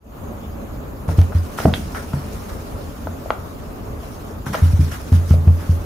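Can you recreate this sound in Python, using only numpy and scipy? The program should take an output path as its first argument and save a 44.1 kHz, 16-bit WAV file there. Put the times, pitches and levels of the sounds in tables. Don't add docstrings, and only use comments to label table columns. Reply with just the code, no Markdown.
import sys
import numpy as np
from scipy import signal
from scipy.fft import rfft, irfft, next_fast_len
from scipy.io import wavfile
from scipy.ndimage import uniform_filter1d, map_coordinates

SR = 44100
rng = np.random.default_rng(int(sys.argv[2]) if len(sys.argv) > 2 else 0)


def to_wav(sig):
    pcm = np.clip(np.atleast_2d(sig), -1, 1) * 32767
    pcm = np.round(pcm).astype(np.int16)
    wavfile.write(sys.argv[1], SR, pcm.T)


N = 257984


def amp(db):
    return 10 ** (np.asarray(db) / 20)


def unit(x):
    return x / np.sqrt(np.mean(x ** 2) + 1e-20)


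def along(points, hz):
    point_hz, value = np.transpose(points)
    return np.interp(np.log(hz + 1), np.log(point_hz + 1), value)


def curves(rows):
    point_s, *columns = np.transpose(rows)
    return [np.interp(np.arange(N) / SR, point_s, column) for column in columns]


def wobble(rate):
    knots = rng.standard_normal(int(N * rate / SR) + 4)
    return map_coordinates(knots, [np.arange(N) * rate / SR])


def filtered(x, response):
    size = next_fast_len(N + SR // 2)
    spectrum = rfft(x, size) * response(np.fft.rfftfreq(size, 1 / SR))
    return irfft(spectrum, size)[..., :N]


# (pitch_hz, left_right_likeness [-1 to 1])
BACKGROUND_LIKENESS = [(60, 0.94), (120, 0.85), (240, 0.87), (480, 0.29), (950, -0.066), (1890, -0.12),
                       (3770, -0.22), (7520, 0.53), (10500, 1), (13000, 0.76), (15000, 0.64)]


def rush(spectrum, patchy_db, likeness=BACKGROUND_LIKENESS):
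    grid = signal.stft(rng.standard_normal((2, N + 512)), nperseg=512)[2]
    patches = rng.standard_normal(grid.shape[1:])
    for axis in (0, 1):
        patches = uniform_filter1d(patches, size=6, axis=axis)
    pair = signal.istft(grid * amp(patchy_db * unit(patches)), nperseg=512)[1][:, :N]

    def mid_side_response(hz):
        angle = np.arccos(np.clip(along(likeness, hz), -.99, .99)) / 2
        return amp(along(spectrum, hz)) * [np.cos(angle), np.sin(angle)]

    mid, side = filtered(pair, mid_side_response)
    return unit(np.array([mid + side, mid - side]))


# (pitch_hz, level_db [relative, per Hz])
RUMBLE_COLOUR = [(12, -46), (20, -6), (49, 4), (92, 3), (114, -6.5), (145, -6), (170, -14.5), (220, -79),
                 (370, -120)]
DRONE_COLOUR = [(88, -2), (150, -6), (233, -1), (352, -8.5), (370, -10.5), (409, -5.5), (446, -6.5),
                (475, -12), (574, -6.5), (626, -11), (971, -15.5), (1130, -14.5), (1860, -28),
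                (3000, -40.5), (3900, -85), (6600, -120)]
HISS_COLOUR = [(1290, -21), (2200, -3.5), (2490, -0.5), (3530, -4), (6050, -9), (6520, -2), (8370, -15),
               (12900, -4), (14100, -7.5), (15500, -5), (16500, -60)]
RUMBLE_DB, DRONE_DB, HISS_DB = -40, -38, -57.5


def background():
    rumble_db = RUMBLE_DB + 0.4 * wobble(1.31) + 1.4 * wobble(31)
    rumble = amp(rumble_db) * rush(RUMBLE_COLOUR, patchy_db=2.1)
    drone_db = DRONE_DB + 0.91 * wobble(8.3)
    drone = amp(drone_db) * rush(DRONE_COLOUR, patchy_db=1.27)
    hiss = amp(HISS_DB) * rush(HISS_COLOUR, patchy_db=2.5)
    return rumble + drone + hiss


# (pitch_hz, level_db [relative, per Hz])
HAIR_COLOUR = [(1290, -16), (2000, -15.5), (2430, -1.5), (2640, -3.5), (4380, -5), (5620, -3.5),
               (7960, -10.5), (10800, -8), (15500, -13), (16500, -60)]
PAD_COLOUR = [(300, -39), (600, -13.5), (1300, -5), (2200, -12.5), (4000, -60)]
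# (pitch_hz, left_right_likeness [-1 to 1])
FUR_LIKENESS = [(60, 0.84), (150, 0.93), (380, 0.42), (950, 0.05), (2380, 0.11), (5980, 0.1), (10500, 0.87),
                (13000, 0.4), (15000, 0.5)]
# (time_s, hairs_db)
STIR = [(1.03, -77), (1.1, -65), (1.55, -51.5), (2, -52), (2.7, -54.5), (3.5, -60.5), (3.98, -64),
        (4.04, -55), (4.3, -58.5), (4.44, -68), (4.56, -46.5), (4.8, -50.5), (5.05, -53), (5.5, -56.5),
        (5.7, -51.5), (5.85, -54.5)]
# (start_s, hold_s, hairs_db, pads_db)
STROKES = [(1.076, 0.036, -48.5, -45.5), (1.168, 0.025, -49.5, -51), (1.343, 0.025, -53.5, -50),
           (1.572, 0.065, -42.5, -41), (1.737, 0.038, -44.5, -65), (1.941, 0.029, -47, -38),
           (2.125, 0.037, -54.5, -49), (2.323, .03, -49.5, -52), (2.482, 0.033, -52, -47.5),
           (4.456, 0.021, -46, -43.5), (4.528, 0.022, -42.5, -34), (4.57, 0.044, -53, -43),
           (4.802, 0.026, -48.5, -53), (4.91, 0.026, -44, -40), (5.116, 0.043, -47.5, -46),
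           (5.271, 0.056, -48.5, -50), (5.595, 0.035, -52.5, -48.5)]
STIR_PADS_DB = -1
ATTACK_S, RELEASE_DB_PER_S = 0.0071, 209


def fur():
    start_s, hold_s, hairs_db, pads_db = np.transpose(STROKES)[:, :, None]
    t = np.arange(N) / SR - start_s
    release_s = np.maximum(t - ATTACK_S - hold_s, 0)
    shape = np.clip(t / ATTACK_S, 0, 1) * amp(-RELEASE_DB_PER_S * release_s)
    stir = amp(curves(STIR)[0])
    grain = amp(1.1 * wobble(60) + 0.54 * wobble(400))
    hairs = unit(grain * rush(HAIR_COLOUR, patchy_db=2.5, likeness=FUR_LIKENESS))
    pads = unit(grain * rush(PAD_COLOUR, patchy_db=1.5, likeness=FUR_LIKENESS))

    def level(stroke_db, floor):
        stroke_power = ((amp(stroke_db) * shape) ** 2).sum(axis=0)
        return np.sqrt(stroke_power + floor ** 2)

    return level(hairs_db, stir) * hairs + level(pads_db, amp(STIR_PADS_DB) * stir) * pads


# (start_s, lowest_modes_db, upper_modes_db,
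# hardness_db_per_octave [tilt of the upper modes], damping [factor on ring time])
PUSHES = [(1.077, -13, -16, -6, 1.4), (1.109, -14, -21, 15, 0.5), (1.179, 3, -8.5, 2.5, 0.7),
          (1.346, -4, -18, 1.5, 0.87), (1.648, -11.5, -3, 2, 0.91), (1.674, -13, -20, 15, 0.83),
          (1.723, -32, -16, 2.5, 0.7), (1.761, -26, -26, 9.5, 2.1), (2.132, -24, -15.5, -9, 1),
          (3.047, -25.5, -32, 9, 1.34), (4.462, -27, -16.5, -1, 0.6), (4.496, -30, -17.5, 5.5, 0.72),
          (4.617, -2, -13.5, -10, 1.22), (4.729, 0.5, -16, -14, 0.53), (4.788, -4, -10.5, -8.5, 1),
          (5.116, -1.5, -9.5, -4, 1.26), (5.303, 0, -4.5, -12, 0.74), (5.34, -14.5, -20.5, -16, 2.8),
          (5.468, 1.5, -12, -11, 0.86), (5.688, -4, -17, -22, 0.9)]
# (pitch_hz, level_db, t60_s [before the damping factor])
WALL_MODES = [(85.25, -4, 0.33), (72.4, -16.5, 0.17), (98.2, -26, 0.086), (118, -5.5, 0.03),
              (142.4, -9.5, 0.25), (165.5, -2.5, 0.096), (197.2, -9, 0.19), (232.8, -6.5, 0.08),
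              (291.5, -14, 0.12), (355, -14, 0.029), (446.6, -36, 0.4)]
UPPER_FROM_HZ, UPPER_DELAY_S = 110, 0.00387


def wall():
    out = np.zeros(N + SR)
    hz, level_db, t60_s = np.transpose(WALL_MODES)[:, :, None]
    upper = hz > UPPER_FROM_HZ
    t = np.maximum(np.arange(SR // 2) / SR - upper * UPPER_DELAY_S, 0)
    rise_cycles = np.where(upper, .6, .9)
    rise = 1 - np.exp(-(t * hz / rise_cycles) ** 2)
    draws = rng.standard_normal((len(PUSHES), 2, len(WALL_MODES), 1))
    for (start_s, low_db, upper_db, tilt_db, damping), (size, bend) in zip(PUSHES, draws):
        decay_db = 60 * t / (t60_s * np.clip(damping, .2, 3))
        tilted_db = upper_db + tilt_db * np.log2(hz / 165) + 2.27 * size
        start_db = level_db + np.where(upper, tilted_db, low_db)
        swing = np.sin(2 * np.pi * hz * (1 + 0.0088 * bend) * t)
        boom = (rise * amp(start_db - decay_db) * swing).sum(axis=0)
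        out[round(start_s * SR):][:t.shape[1]] += boom
    return out[:N]


# (start_s, low_modes_db, middle_modes_db [over low], high_modes_db [over low],
# pan_db [left over right])
TICKS = [(1.089, -23.5, -9, -25, 6), (1.188, -27, -8, -10, -1.5), (1.214, -37.5, 1, -5, -5),
         (1.321, -32.5, -2.5, -22, 6), (1.586, -25.5, 6, -17, 2), (1.601, -22, -13, -13, 0),
         (1.654, -3, -42, -36, -3), (1.668, -29, -17, -30, 0), (1.68, -30, 2, -27, 2),
         (1.692, -26, -10, -30, -3), (1.737, -29, 5.5, 12, -2.5), (1.947, -38, 11, -4, 2),
         (2.133, -30.5, -0.5, -22, 5), (3.07, -21.5, -8.5, -29, 1), (3.258, -25.5, -28, -36, 3),
         (3.3036, -13.5, 1, -13, 2), (4.031, -36.5, -19, -14, 6), (4.464, -34, 6, -19, 3),
         (4.534, -38, 4, -13, 0), (4.543, -26.5, 9.5, -12, 4), (4.549, -19, -15, -12, 0),
         (5.126, -30, -12, -16, -6), (5.308, -34, 2.5, -7, -3), (5.338, -22, -32, -29, -1),
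         (5.477, -32, -6.5, -13, -3)]
# (pitch_hz, level_db)
SHELL_MODES = [(520, 4.5), (650, 7.5), (760, -10), (860, 5.5), (1030, 4), (1250, 4), (1430, 4),
               (1650, -2.5), (1900, 1.5), (2250, 1.5), (2500, -8), (2750, 3), (3150, 3.5), (3500, -15),
               (3900, -3), (4300, -9)]
TICK_T60_S = 0.012
SCUFF_DB, SCUFF_GROWTH = -34, 0.46


def claws():
    out, t = np.zeros((2, N + SR)), np.arange(SR // 4) / SR
    hz, level_db = np.transpose(SHELL_MODES)[:, :, None]
    late_s = np.maximum(t - 0.00161 * (1 - 500 / hz), 0)
    contact = 1 - np.exp(-(late_s * hz / 1.465) ** 2)
    ring_s = TICK_T60_S * (1000 / hz) ** 0.43
    scuff_shape = amp(-60 * t / 0.1) * (1 - np.exp(-t / 0.00091))
    draws = rng.standard_normal((len(TICKS), 2, len(SHELL_MODES), 1))
    noises = rng.standard_normal((len(TICKS), 2, len(t)))
    for (start_s, db, middle_db, high_db, pan_db), (size, bend), drag in zip(TICKS, draws, noises):
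        colour_db = along([(650, 0), (1300, middle_db), (3000, high_db)], hz)
        start_db = db + level_db + colour_db + 1.1 * size
        swing = np.sin(2 * np.pi * hz * (1 + 0.026 * bend) * late_s)
        tick = (contact * amp(start_db - 60 * late_s / ring_s) * swing).sum(axis=0)
        scuff = signal.fftconvolve(drag * scuff_shape, tick[None], axes=1)[:, :len(t)]
        peak_db = 20 * np.log10(np.abs(tick).max())
        scuff_db = SCUFF_DB + SCUFF_GROWTH * (peak_db + 20)
        scuff = amp(scuff_db) * scuff / np.linalg.norm(tick)
        pan = amp(pan_db * np.array([[.5], [-.5]]))
        out[:, round(start_s * SR):][:, :len(t)] += pan * (tick + scuff)
    return out[:, :N]


# (pitch_hz, t60_s)
ROOM_DECAY = [(300, 0.32), (1500, 0.47), (4000, 0.23), (12000, 0.39)]


def room(x):
    hz, t, grid = signal.stft(rng.standard_normal((2, SR // 2)), SR, nperseg=256)
    decay = amp(-60 * t / along(ROOM_DECAY, hz)[:, None])
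    tail = signal.istft(grid * decay, SR, nperseg=256)[1]
    delayed = np.pad(x, ((0, 0), (600, 0)))
    return signal.fftconvolve(delayed, tail / np.linalg.norm(tail[0]), axes=1)[:, :N]


# (start_s, level_db [before the band filter])
SNAPS = [(1.19, -34), (1.215, -30), (5.126, -34), (5.308, -38), (5.477, -39)]
SNAP_T60_S, SNAP_LOW_HZ, SNAP_HIGH_HZ = 0.01, 1000, 7500


def snaps():
    out, t = np.zeros(N), np.arange(SR // 40) / SR
    noises = rng.standard_normal((len(SNAPS), len(t)))
    for (start_s, level_db), noise in zip(SNAPS, noises):
        out[round(start_s * SR):][:len(t)] += amp(level_db - 60 * t / SNAP_T60_S) * noise
    band = signal.butter(2, [SNAP_LOW_HZ, SNAP_HIGH_HZ], "band", fs=SR, output="sos")
    return signal.sosfilt(band, out)


def scene():
    ticks = claws() + snaps()
    boom = wall()
    direct = boom * amp([[.1], [-.1]]) + ticks
    answer = amp(-10.5) * room(ticks) + amp(-23.5) * room(np.array([boom, boom]))
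    return direct + answer + fur() + background()


FADE_IN_S, GAIN_DB = 0.21, 6
BASS_CUT_HZ, TOP_HZ = 32, 15750


def record(dry):
    fade = np.clip(np.arange(N) / SR / FADE_IN_S, 0, 1)
    bass_cut = signal.butter(2, BASS_CUT_HZ, "high", fs=SR, output="sos")
    wet = signal.sosfilt(bass_cut, dry) * amp(GAIN_DB) * fade
    wet = wet / (1 + np.abs(wet / .99) ** 4) ** (1 / 4)
    return filtered(wet, lambda hz: hz < TOP_HZ)


dry = scene()
out = record(dry)
to_wav(out)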